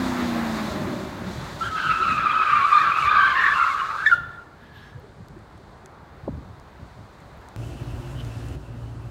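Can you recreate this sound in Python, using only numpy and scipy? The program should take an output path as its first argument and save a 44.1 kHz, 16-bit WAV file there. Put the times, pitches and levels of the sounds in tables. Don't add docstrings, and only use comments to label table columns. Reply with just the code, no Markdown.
import sys
import numpy as np
from scipy import signal
from scipy.fft import rfft, irfft
from scipy.io import wavfile
from scipy.ndimage import uniform_filter1d, minimum_filter1d

SR = 44100
rng = np.random.default_rng(int(sys.argv[2]) if len(sys.argv) > 2 else 0)


def invert_db(x):
    u = np.asarray(x, float) / 20
    return 10 ** u


def put_to_file(sound):
    columns = np.atleast_2d(sound).T
    safe = np.clip(columns, -1, 1)
    whole_steps = np.round(safe * 32767)
    wavfile.write(sys.argv[1], SR, whole_steps.astype(np.int16))


N = 401310


def unit(x):
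    return x / np.sqrt(np.mean(x ** 2))


def even(x):
    return x / np.sqrt(uniform_filter1d(x ** 2, size=9000) + 1e-12)


def curves(table):
    s, *cols = np.transpose(np.vstack(table))
    t = np.arange(N) / SR
    gate = np.interp(t, [s[0] - 0.01, s[0], s[-1], s[-1] + 0.03], [0, 1, 1, 0])
    return [gate] + [np.interp(t, s, c) for c in cols]


def swell(s, hold, rise, fall):
    return np.interp(np.arange(N) / SR, [s - rise, s, s + hold, s + hold + fall], [0, 1, 1, 0])


def walk(rate):
    k = int(SR / rate)
    steps = np.repeat(rng.standard_normal(N // k + 1), k)
    return 1.3 * uniform_filter1d(uniform_filter1d(steps, k), k)[:N]


def held(rate):
    spell = np.cumsum(rng.random(N) < rate / SR)
    return uniform_filter1d(rng.standard_normal(N // 50)[spell], size=200)


def band(x, hz, width_hz):
    return signal.lfilter(*signal.iirpeak(min(hz, SR * 0.45), hz / width_hz, fs=SR), x)


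def colour(x, points):
    hz, db = np.transpose(points)
    f = np.log(np.arange(N // 2 + 1) * SR / N + 1)
    outside = np.maximum(np.log(hz[0]) - f, 0) + np.maximum(f - np.log(hz[-1]), 0)
    return unit(irfft(rfft(x) * invert_db(np.interp(f, np.log(hz), db) - 30 * outside), N))


def lively(points, flicker_db, rate):
    spectrum = rfft(colour(rng.standard_normal(N), points))
    octave = np.log2(np.arange(len(spectrum)) * SR / N / 30 + 1e-9)
    out = 0
    for k in range(10):
        part = irfft(spectrum * np.clip(1 - abs(octave - k), 0, 1), N)
        out = out + part * invert_db(flicker_db * walk(rate))
    return unit(out)


def slaps(table):
    out, t = np.zeros(N), np.arange(4000) / SR
    for (s, peak_db, hz, length, sweep), turn in zip(table, rng.random((len(table), 1))):
        shape = np.sin(np.pi * np.clip(t / length, 0, 1)) ** 2
        slap = shape * np.sin(2 * np.pi * hz * t * (1 + sweep * t) + turn)
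        out[int(s * SR):][:4000] += invert_db(peak_db) * slap
    return out


BANKS = [2, 1, -14, -3, -2, 0.5, -3.5, -24]


def firings(hz, jitter, scatter_db):
    turns = np.cumsum(hz * (1 + jitter * walk(40))) / SR
    at = np.flatnonzero(np.diff(np.floor(turns)))
    scatter = np.clip(rng.standard_normal(N // 50), -2, 2)[:len(at)]
    pulses = np.zeros(N)
    pulses[at] = invert_db(np.resize(BANKS, len(at)) + scatter_db * scatter)
    return pulses


# frequency in Hz, density in dB per Hz.
TOWN = [(18, -38), (30, 2.5), (103, 0.5), (287, -8.5), (394, -6.5), (540, -10.5), (844, -10), (1500, -15),
        (2750, -32), (4300, -28.5), (5590, -38.5), (8300, -39.5), (12600, -54), (14800, -46.5),
        (16000, -52.5)]


def town():
    return invert_db(-47) * lively(TOWN, 1.7, 6)


# frequency in Hz, density in dB per Hz.
BUFFET = [(15, -41), (25, -13), (59, 1.5), (145, 2), (312, -13.5), (442, -19), (545, -22.5), (584, -10.5),
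          (700, -42), (910, -58), (1540, -120)]
# start in seconds, hold in seconds, buffet in dB.
GUSTS = [(1.201, 0.36, -39.5), (1.647, 0.035, -36.5), (1.873, 0.041, -36.5), (2.033, .17, -37.5),
         (2.49, 0.12, -45), (2.81, 0.083, -43.5), (2.994, 0.27, -46.5), (3.302, 0.23, -46),
         (3.756, 0.099, -52), (4.147, 0.11, -45.5), (4.748, 0.08, -59), (4.94, 0.025, -50),
         (5.197, 0.19, -47), (5.55, 0.17, -58), (5.975, 0.022, -55), (6.12, .03, -50), (6.272, 0.062, -36),
         (6.393, 0.097, -44.5), (6.812, 0.014, -44), (6.982, 0.02, -43), (7.24, 0.07, -46)]
# start in seconds, peak in dB, pitch
# in Hz, length in seconds, upward sweep per second.
THUMPS = [(1.991, -32.5, 343, 0.048, 2), (2.795, -43, 249.4, 0.07, 4.5), (4.9470, -31, 110, 0.026, 4),
          (4.951, -46, 479, .066, 0.5), (5.028, -43.5, 422, 0.038, 0), (5.07, -50, 393, 0.064, -0.5),
          (4.962, -35, 85, .035, -3), (5.207, -38, 109, .04, -1.5), (5.32, -41, 200, 0.028, 3),
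          (5.329, -39, 80, 0.04, -2), (5.815, -46, 388, 0.074, -0.3), (5.1950, -34, 165, 0.024, 0),
          (5.359, -36.5, 317, 0.022, 3), (6.229, -30, 105, 0.019, 0), (6.272, -23.5, 256, 0.0173, 25),
          (6.277, -19.5, 534, 0.0096, 4.5), (6.278, -27, 930, 0.0057, -13), (6.283, -21, 246, 0.017, -2),
          (6.292, -35, 89, 0.047, -1), (6.372, -33.5, 200, 0.025, 10.5), (6.818, -30.5, 95, 0.019, 11)]
BREEZE_DB, GUST_RISE_S, GUST_FALL_S = -58.5, 0.037, 0.07


def wind():
    gusts = invert_db(BREEZE_DB)
    for s, hold, db in GUSTS:
        gusts = gusts + invert_db(db) * swell(s, hold, GUST_RISE_S, GUST_FALL_S)
    return gusts * lively(BUFFET, 3.1, 17) + slaps(THUMPS)


# start in seconds, peak in dB, pitch in Hz.
TICKS = [(4.6374, -59, 12000), (4.9975, -53, 13500), (5.2844, -42.5, 6640), (5.3906, -55, 5450),
         (5.5777, -52, 8170), (5.8595, -38, 2500), (5.8595, -36.5, 5600), (6.5987, -43, 6470),
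         (7.2035, -51, 8350), (7.375, -55, 13000), (7.412, -54, 13000), (7.487, -39, 6440),
         (8.249, -36, 5040), (8.486, -39, 6690)]


def grit():
    out = np.zeros(N)
    decay = np.exp(-np.arange(400) / 20)
    for (s, db, hz), noise in zip(TICKS, rng.standard_normal((len(TICKS), 400))):
        crack = band(band(noise * decay, hz, 5500), hz, 5500)
        out[int(s * SR):][:400] += invert_db(db + 2) * crack / np.max(abs(crack))
    return out


# frequency in Hz, density in dB per Hz.
HALL = [(15, -44), (25, -23), (47, 4), (81, 3), (112, -3), (151, 3), (188, -21), (243, -4), (357, -10),
        (413, -21), (461, -27), (525, -19), (564, -15), (743, -20), (2000, -64), (2600, -58), (4400, -120)]
# frequency in Hz, width in Hz, level in dB.
HALL_MODES = [(57.6, 9, -7), (113.3, 16, 0), (127, 22, -0.5), (143.8, 6, -7), (247.5, 7.4, -12),
              (286.7, 8.2, -16), (351.6, 6.1, -12), (375, 5.5, -16.5), (470, 8.9, -21), (543, 14, -31),
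              (574, 6.8, -17.5)]
# frequency in Hz, density in dB per Hz.
FAN = [(590, 0), (1000, 0), (1180, -4), (1340, -2), (2310, -11), (2680, -9.5), (3620, -14), (8070, -18.5),
       (10800, -24.5), (15100, -28), (16000, -29)]
# time in seconds, change in dB.
STUMBLES = [
    (7.785, -9),
    (8.335, -4),
    (8.66, -5),
]
LEVEL_S, IDLE_HZ, IDLE_DB, FAN_DB = 7.5622, 57.73, -32, -51
FAN_OFF_S, IDLE_EASES_DB, FAN_EASES_DB = 8.56, -2.5, -7.5
IDLE_LINES_DB, IDLE_DRIFT = -3, 0.012
DRONE_S, DRONE_HOLD_S, DRONE_DB = 8.02, 0.27, 10
STEP_DB, STEP_HZ, STEP_S = -23, 85, 0.0064


def garage():
    gate, eased = swell(LEVEL_S, 9, 1 / SR, 1), swell(FAN_OFF_S, 9, 0.0044, 1)
    idle_db = IDLE_DB + IDLE_EASES_DB * eased + walk(11)
    for s, db in STUMBLES:
        idle_db = idle_db + db * swell(s, 0.015, 0.033, 0.012)
    fan_db = FAN_DB + FAN_EASES_DB * eased

    pulses = firings(np.full(N, IDLE_HZ), 0.0205, 5.5)
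    t = np.arange(SR // 2) / SR
    hall_tail = rng.standard_normal(len(t)) * invert_db(-60 * t / 0.3)
    blurred = signal.fftconvolve(pulses, hall_tail)[:N]
    drone_db = DRONE_DB * swell(DRONE_S, DRONE_HOLD_S, 0.12, 0.04)
    rings, hum = 0, 0
    for hz, width, db in HALL_MODES:
        rings = rings + invert_db(db) * even(band(band(pulses, hz, width), hz, 3 * width))
        hum_db = db + 3.1 * walk(6) + (hz < 80) * drone_db
        hum = hum + invert_db(hum_db) * np.sin(2 * np.pi * hz * np.cumsum(1 + IDLE_DRIFT * walk(9)) / SR)
    boom = 0.6 * colour(blurred, HALL) + 0.5 * lively(HALL, 2.5, 12)
    boom = unit(boom + 0.9 * unit(rings) + invert_db(IDLE_LINES_DB) * unit(hum))
    boom = boom / np.sqrt(uniform_filter1d(boom ** 2, size=5000))

    whine = 0
    for hz, db in [(2680, 1.0), (3000, -3.5)]:
        whine = whine + invert_db(db - 2.5 + 5 * walk(40)) * unit(band(rng.standard_normal(N), hz, 160))
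    fan = invert_db(fan_db + 2.5) * (lively(FAN, 1.2, 25) + 0.27 * whine)

    since = np.clip(np.arange(N) / SR - LEVEL_S, 0, 9)
    step = invert_db(STEP_DB) * np.exp(-since / STEP_S) * np.cos(2 * np.pi * STEP_HZ * since)
    idle = np.clip(since / STEP_S / 2, 0, 1) * invert_db(idle_db) * boom
    return gate * (step + idle + np.clip(0.47 + since / 0.054, 0, 1) * fan)


# time in seconds, firing rate in Hz, firing tone in dB, burble in dB.
COAST = [
    (0.0, 258.5, -28.5, -28),
    (0.45, 227.7, -26, -34.5),
    (0.58, 218.3, -30.5, -28),
    (0.76, 208.4, -36, -25.5),
    (0.97, 195.4, -47, -27.5),
    (1.5, 158.8, -47, -40),
    (1.86, 140, -48, -39.5),
    (2.11, 138.7, -51, -39.5),
    (2.4, 114.7, -48, -37.5),
]
# multiple of the four-stroke cycle, level in dB.
ORDER = [(1, -37), (2, -21), (3, -16), (4, -22), (5, -17), (6, -11), (7, -16), (8, 0), (9, -18), (10, -20),
         (11, -9), (12, -22)]
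# frequency in Hz, density in dB per Hz.
EXHAUST = [(18, -47), (30, -24), (54, -4.5), (183, 0.5), (347, -2.5), (383, -1), (436, -21), (604, -4),
           (900, -40), (1170, -26), (1980, -120)]
# start in seconds, peak in dB, pitch in Hz, length in seconds,
# upward sweep per second.
POPS = [(.715, -34, 382, 0.056, 0.15), (.795, -28, 227, 0.054, 1.3), (.845, -30, 300, .05, 2),
        (.91, -32, 290, .05, 1.5), (.985, -33, 383, 0.083, -0.25), (1.24, -31, 190, 0.069, 0),
        (.2, -34, 85, .08, -0.35), (1.35, -29, 130, 0.058, 0.4)]
SIDE_ORDERS_DB_PER_S = -7
THIRD_DB, THIRD_S, THIRD_HOLD_S = -43.5, 0.35, 0.6


def engine():
    gate, hz, tone_db, burble_db = curves(COAST)
    t = np.arange(N) / SR
    cycle = 2 * np.pi * np.cumsum(hz / 8) / SR
    tone = 0
    for k, db in ORDER:
        order_db = db + (0.7 - 0.12 * db) * walk(9) + (k != 8) * SIDE_ORDERS_DB_PER_S * t
        tone = tone + np.sqrt(2) * invert_db(order_db) * np.sin(k * cycle + 6 * rng.random())
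    fade = np.clip((0.9 - t) / 0.11, 0, 1)
    lumps = colour(firings(hz, 0.1, 3.5), EXHAUST)
    burble = unit((1 - 0.26 * fade) * lumps + 1.7 * lively(EXHAUST, 2.1, 12.12))
    third = invert_db(THIRD_DB + 3 * walk(15)) * swell(THIRD_S, THIRD_HOLD_S, 0.1, 0.1) * np.sin(24 * cycle)
    exhaust = fade * tone * invert_db(tone_db) + burble * invert_db(burble_db - 1.8 * fade - 4)
    return slaps(POPS) + third + gate * exhaust


# time in seconds, roar in dB.
ROAD = [(0.0, -34), (0.65, -35), (1.1, -41.5), (1.5, -42), (2.0, -46.5), (3.3, -43), (4.05, -50.5),
        (4.14, -47), (4.2, -52.5), (4.45, -59), (5.1, -62), (6.2, -58), (7.0, -56.5), (7.55, -54.5)]
# frequency in Hz, density in dB per Hz.
ROAR = [(180, -27.5), (300, -5), (383, -2), (432, -6.5), (608, -2), (930, -2), (1060, -1.5), (2000, -8.5),
        (3140, -19.5), (4060, -43.5), (5500, -36.5), (7150, -56), (12100, -120)]
# frequency in Hz, density in dB per Hz.
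HISS = [(2060, -21), (2600, -15), (2950, -13.5), (3500, -2.5), (4080, -4), (5460, -12.5), (6820, -13),
        (10300, -24), (15100, -31.5), (16000, -31)]
# start in seconds, length in seconds, hiss in dB.
SCUFFS = [(1.27, 0.3, -53.5), (1.596, 0.087, -48), (1.714, 0.45, -49.5), (2.677, 0.17, -50.5),
          (2.975, .1, -49), (3.416, 0.176, -49.5), (3.625, 0.12, -49.5), (4.065, 0.074, -50.5)]
HISS_BELOW_DB, HISS_SLOPE = -11.5, 1.1
AIR_DB = -9
SLIDE_S, SLIDE_LENGTH_S, SLIDE_HISS_DB = 1.6, 2.52, -54


def road():
    gate, roar_db = curves(ROAD)
    full_db = ROAD[0][1]
    rolling = invert_db(full_db + HISS_BELOW_DB + HISS_SLOPE * (roar_db - full_db))
    sliding = invert_db(SLIDE_HISS_DB) * swell(SLIDE_S, SLIDE_LENGTH_S, 0.02, 0.068)
    for s, hold, db in SCUFFS:
        sliding = np.maximum(sliding, invert_db(db) * swell(s, hold, 0.019, 0.0214))
    fizz = invert_db(AIR_DB) * rolling * unit(band(rng.standard_normal(N), 13500, 6000))
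    roar = invert_db(roar_db + 3) * lively(ROAR, 1.3, 18)
    hiss = invert_db(4) * np.hypot(rolling, sliding) * lively(HISS, 1.1, 24.98)
    return gate * (fizz + roar + hiss)


# time in seconds, squeak in dB, hiss in dB.
SCRUB = [
    (4.55, -60, -92),
    (4.622, -52.5, -69),
    (4.71, -56, -70),
    (4.76, -53.5, -61.5),
    (4.868, -50, -67),
    (4.98, -61, -77),
    (5.0, -76, -77),
]
# pitch in Hz, level in dB, start in seconds, hold in seconds.
STREAKS = [(5400, -7, 4.82, .09), (6200, -9, 4.82, .17), (8700, -22, 4.76, .1), (10000, -23, 4.75, .12),
           (11400, -23, 4.8, .15), (12900, -18, 4.73, .08), (14800, -16, 4.73, .17)]


def scrub():
    gate, squeak_db, hiss_db = curves(SCRUB)
    squeak = unit(band(rng.standard_normal(N), 1680, 70))
    rising = 1 - 0.12 * np.exp(-np.clip(np.arange(N) / SR - 4.72, 0, 1) / 0.035)
    thin = 0
    for hz, db, s, hold in STREAKS:
        level = invert_db(db - 1.5 - hz / 9000 + 4 * walk(60)) * swell(s, hold, 0.015, 0.02)
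        thin = thin + level * np.sin(2 * np.pi * hz * np.cumsum(rising + hz * 0.9e-6 * walk(150)) / SR)
    patch = unit(band(band(rng.standard_normal(N), 3250, 1300), 3300, 1500)) * invert_db(2.3 * walk(28))
    return gate * (invert_db(squeak_db) * squeak + invert_db(hiss_db + 5.5) * (patch + thin))


# delay in seconds, level in dB.
ECHOES = [(.062, -23), (.085, -29), (.1, -24), (.135, -27), (.17, -28), (.21, -36), (.25, -33), (.27, -31),
          (.288, -32), (.35, -43), (.378, -45), (.4, -44), (.5, -46)]
YARD_T60_S, YARD_DB = 0.48, -11
LATE_TREBLE_DB_PER_S = -30


def yard(x):
    t = np.arange(SR) / SR
    tail = rng.standard_normal(SR) * invert_db(-60 * t / YARD_T60_S) * np.clip(t / 0.033, 0, 1)
    response = invert_db(YARD_DB - 3) * tail / np.sqrt(np.sum(tail ** 2))
    for (s, db), facets in zip(ECHOES, rng.standard_normal((len(ECHOES), 600))):
        response[int(s * SR)] += invert_db(db - 2.5)
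        response[int(s * SR):][:600] += invert_db(db - 31) * facets
    middle = band(x, 1330, 930)
    treble = 2.2 * band(band(x, 3000, 1400), 3000, 1400)
    late_dull = response * invert_db(LATE_TREBLE_DB_PER_S * t)
    return (signal.fftconvolve(middle, response) + signal.fftconvolve(treble, late_dull))[:N]


# start in seconds, peak in dB, from Hz, to Hz,
# length in seconds.
STRANDS = [(4.049, -28, 2095, 2194, .012), (4.059, -30, 3906, 3463, .008), (4.086, -32, 2090, 2140, 0.013),
           (4.087, -44, 3500, 3480, 0.014), (1.612, -36.5, 2900, 3300, 0.05), (1.863, -38, 2750, 2670, .06),
           (2.02, -34, 2700, 2620, 0.056), (2.9, -30.5, 2380, 2630, 0.09), (2.982, -35, 2950, 2670, 0.049),
           (3.017, -29.5, 2280, 2397, 0.076), (3.12, -37, 2500, 2370, 0.052),
           (3.192, -29.5, 3045, 3080, 0.037), (3.244, -33, 3050, 3210, 0.038),
           (3.35, -37, 2700, 2850, 0.069), (3.448, -27, 1950, 1990, .025), (3.51, -32, 2300, 2770, 0.05),
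           (3.571, -34, 2780, 2636, 0.074), (3.589, -32.5, 2160, 2100, 0.052),
           (3.696, -31.5, 2250, 2110, 0.027), (3.784, -39.5, 2750, 2890, 0.021),
           (2.01, -42, 3900, 4020, 0.087), (2.127, -37, 2550, 2450, .08), (2.3, -40, 3200, 3346, 0.02),
           (2.452, -34.5, 2300, 2460, .13), (2.598, -41, 3900, 3990, .07), (2.7, -32, 2480, 2410, 0.086),
           (2.72, -38.5, 3500, 3700, 0.076), (2.76, -39.5, 4100, 4200, 0.036),
           (3.049, -39.5, 3500, 3590, .1), (3.25, -32.5, 2250, 2060, 0.12), (3.41, -35, 2100, 2300, 0.088),
           (3.452, -40, 3350, 3630, .02), (4.059, -50, 7000, 7000, 0.016)]


def strands():
    out, t = 0, np.arange(N) / SR
    waver, flutter = 0.008 * walk(100) + 0.03 * walk(500), invert_db(4.5 * walk(200) - 1.5)
    for s, db, from_hz, to_hz, length in STRANDS:
        hz = np.interp(t, [s, s + length], [from_hz, to_hz]) * (1 + waver)
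        shape = swell(s + 0.0054, length, 0.0043, 0.0082)
        out = out + invert_db(db) * shape * np.sin(2 * np.pi * np.cumsum(hz) / SR)
    return out * flutter


def slip(phase, over_db):
    overtones = np.sin(2 * phase) + 0.23 * np.sin(3 * phase) + 0.052 * np.sin(4 * phase)
    return np.sin(phase) + invert_db(over_db) * overtones


SNAP_DB, SNAP_DB_PER_OCTAVE = -33.5, 23


def snap(hz):
    return SNAP_DB + SNAP_DB_PER_OCTAVE * np.log2(hz / 1400)


# start in seconds, peak in dB, pitch in Hz, rise in seconds, hold in seconds.
CHIRPS = [(1.607, -19, 1336, 0.0066, 0.021), (1.634, -26.5, 1372, 0.0092, 0.032),
          (1.699, -24.5, 1290, 0.03, 0.024), (1.881, -20, 1296, 0.0068, 0.029),
          (2.515, -10.5, 1203, 0.0077, 0.015), (2.716, -11, 1200, 0.003, 0.026),
          (2.744, -10, 1200, 0.0085, 0.027), (3.204, -14.5, 1555, 0.008, 0.05),
          (3.439, -11, 1750, 0.0034, 0.0027), (3.46, -10, 1809, 0.0038, .0015),
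          (3.404, -15, 1774, .003, .009), (3.478, -12.5, 1680, 0.0026, .008),
          (3.794, -30, 1396, 0.0047, 0.021), (3.894, -40.5, 897, 0.013, 0.051),
          (4.022, -26, 1533, 0.0089, .01), (2.014, -17, 1328, .003, 0.014),
          (3.585, -19, 1370, 0.0094, 0.036), (4.095, -21.5, 1480, .003, 0.0034)]


def chirps():
    out, t, judder = np.zeros(N), np.arange(6000) / SR, invert_db(2 * walk(160))
    bent = t + 0.00025 * (1 - np.exp(-t / 0.00098))
    for s, db, hz, rise, hold in CHIRPS:
        attack = np.clip(t / rise, 0, 1)
        release = np.clip((rise + hold - t) / (1.45 * rise) + 1, 0, 1)
        shape = judder[int(s * SR):][:6000] * attack * release
        out[int(s * SR):][:6000] += invert_db(db) * shape * slip(2 * np.pi * hz * bent, snap(hz))
    return out


# time in seconds, pitch in Hz, peak in dB.
REGRIP = [
    [(4.046, 1613, -29), (4.056, 1879, -33), (4.06, 2017, -24), (4.064, 1738, -5.5), (4.068, 1750, -10.5),
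     (4.077, 1770, -9), (4.084, 1757, -16), (4.0885, 1765, -13), (4.096, 1890, -38)],
    [(4.104, 1553, -29), (4.113, 1540, -23), (4.1165, 1527, -6.5), (4.12, 1447, -14), (4.127, 1398, -2.5),
     (4.134, 1403, -7), (4.14, 1416, -10.5), (4.148, 1447, -19), (4.154, 1480, -37)],
]


def regrip():
    out = 0
    for table in REGRIP:
        gate, hz, db = curves(table)
        over_db = snap(hz) + 4.4 * walk(200)
        phase = 2 * np.pi * np.cumsum(hz * (1 + 0.01195 * walk(400))) / SR
        out = out + gate * invert_db(db) * slip(phase, over_db)
    return out


# start in seconds, peak in dB, pitch in Hz, hold in seconds.
SINGS = [(1.807, -33, 1328, 0.047), (1.831, -26.5, 1440, 0.027), (1.858, -29.5, 1306, 0.024),
         (1.928, -19.5, 1281, .034), (1.969, -25, 1330, 0.031), (2.041, -23.5, 1348, 0.035),
         (2.09, -23.5, 1290, 0.043), (2.127, -24, 1236, 0.026), (2.202, -23, 1337, 0.015),
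         (2.248, -22, 1184, 0.031), (2.282, -20.5, 1230, 0.027), (2.368, -20, 1277, 0.042),
         (2.46, -18.5, 1236, 0.022), (2.483, -19.5, 1183, .027), (2.543, -17, 1200, 0.029),
         (2.554, -22, 1372, 0.047), (2.596, -18.5, 1115, 0.03), (2.659, -20.5, 1330, 0.033),
         (2.799, -17.5, 1220, 0.018), (2.843, -22, 1339, 0.058), (2.867, -21, 1147, 0.029),
         (2.93, -28, 1260, 0.028), (2.99, -24, 1336, 0.039), (3.05, -18.5, 1178, 0.055),
         (3.111, -17.5, 1230, 0.032), (3.158, -15, 1178, 0.04), (3.204, -19, 1122, 0.028),
         (3.254, -22, 1207, 0.019), (3.32, -26, 1055, 0.034), (3.385, -22.5, 1050, 0.018),
         (3.389, -28, 1783, 0.043), (3.44, -22.5, 1130, .04), (3.545, -27.5, 1057, 0.032),
         (3.494, -20.5, 1704, 0.026), (3.653, -24.5, 1362, .03), (3.676, -24, 1103, 0.046),
         (3.808, -25, 1094, 0.03), (3.847, -23, 1307, 0.018)]
SING_RISE_S, SING_WOBBLE = 0.0065, 0.00988


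def sings(snap_db):
    out, rule = 0, 0
    bend, edge_db = np.cumsum(1 + SING_WOBBLE * walk(60)) / SR, snap_db + 3 * walk(50)
    judder = walk(120)
    for s, db, hz, hold in SINGS:
        shape = swell(s + SING_RISE_S, hold, SING_RISE_S, 1.7 * SING_RISE_S)
        rule = np.maximum(rule, shape)
        out = out + invert_db(db) * shape * np.sin(2 * np.pi * hz * bend)
        out = out + invert_db(db + edge_db) * shape * np.sin(4 * np.pi * hz * bend + 1.8 * judder)
    return out * invert_db(1.5 * judder), rule


# frequency in Hz, density in dB per Hz.
RASP = [(350, -49), (600, -55), (817, -20), (1160, -5.5), (1260, -0.5), (1600, -10), (1870, -15),
        (2650, -17), (3060, -32), (4040, -23.5), (6000, -51), (7800, -71), (13200, -120)]


def squeal(gain, hz, spread, over_db, count=6):
    out = 0
    for _ in range(count):
        wander = np.abs(spread) * (0.8 * np.clip(held(30), -1.6, 1.6) + 0.55 * walk(250))
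        grip = invert_db(1.5 * held(40) + 4.35 * walk(140))
        out = out + grip * slip(2 * np.pi * np.cumsum(hz * (1 + wander)) / SR, over_db + 4 * walk(30))
    tones = out / np.sqrt(uniform_filter1d(out ** 2, size=6000))
    return gain * (tones + invert_db(-6) * lively(RASP, 4, 40))


# time in seconds, slip pitch in Hz, level in dB.
OUTER = [
    (1.77, 1320, -33),
    (1.9, 1305, -24),
    (2.37, 1256, -22),
    (2.55, 1202, -19.5),
    (2.95, 1191, -22),
    (3.19, 1178, -19),
    (3.38, 1119, -25),
    (3.7, 1149, -25),
    (4.039, 1275, -33),
]
# start in seconds, length in seconds, pitch in Hz, level in dB.
BITES = [(1.646, 0.026, 1515, -31), (1.776, 0.094, 1532, -34.5), (2.422, 0.1, 1519, -35.5),
         (2.79, 0.091, 1623, -31), (3.121, 0.18, 1575, -24), (3.362, 0.16, 1742, -24.5),
         (3.58, 0.092, 1372, -26), (4, 0.048, 1537, -33.5)]
SPREAD, SPREAD_PER_S, OUTER_SNAP_DB = 0.038, 0.012, -13.5
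INNER_HZ, INNER_DB, INNER_SPREAD, INNER_SNAP_DB = 1519, -36.5, 0.07, -12
BITE_RISE_S, BITE_FALL_S, INNER_HOLD_S = 0.03, 0.04, 1.95
SNAP_FADES_DB_PER_S, LOAD_SOFTENS = -3, 0.99
SNAP_DIES_S, SNAP_DIES_DB_PER_S = 3.54, -40
OTHERS_YIELD_DB = -3


def slide():
    gate, hz, db = curves(OUTER)
    since = np.arange(N) / SR - SLIDE_S
    spread = SPREAD + SPREAD_PER_S * np.clip(since, 0, SLIDE_LENGTH_S)
    dying_db = SNAP_DIES_DB_PER_S * np.clip(np.arange(N) / SR - SNAP_DIES_S, 0, 1)
    outer_snap_db = dying_db + OUTER_SNAP_DB + SNAP_FADES_DB_PER_S * since

    bites = np.array([swell(s, hold, BITE_RISE_S, BITE_FALL_S) for s, hold, _, _ in BITES])
    bite_hz, bite_db = np.array(BITES)[:, 2], np.array(BITES)[:, 3]
    inner_hz = INNER_HZ + (bite_hz - INNER_HZ) @ bites
    murmur = invert_db(INNER_DB) * swell(OUTER[0][0], INNER_HOLD_S, 0.027, 0.47)
    inner_gain = murmur + invert_db(bite_db) @ bites
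    inner_snap_db = dying_db + INNER_SNAP_DB - LOAD_SOFTENS * (bite_db - INNER_DB) @ bites

    notes, rule = sings(outer_snap_db)
    outer = squeal(gate * invert_db(db + OTHERS_YIELD_DB * rule), hz, spread, outer_snap_db)
    return notes + outer + squeal(inner_gain, inner_hz, INNER_SPREAD, inner_snap_db, count=4)


def scene():
    tyres = slide() + chirps() + regrip() + strands()
    around = town() + wind() + grit() + garage()
    return (around + engine() + road() + scrub() + yard(tyres) + tyres)[None]


def roll_off(x):
    return signal.sosfilt(signal.butter(12, 16630, fs=SR, output="sos"), x)


def record(dry):
    room_left = np.minimum(1, 0.56 / (abs(dry) + 1e-9))
    held_down = dry * uniform_filter1d(minimum_filter1d(room_left, size=200), size=200)
    bass_cut = signal.butter(4, 42, "high", fs=SR, output="sos")
    top_cut = signal.ellip(8, 0.2, 70, 15820, fs=SR, output="sos")
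    mix = signal.sosfilt(top_cut, signal.sosfilt(bass_cut, held_down))
    return roll_off(mix)


dry = scene()
out = record(dry)
put_to_file(out)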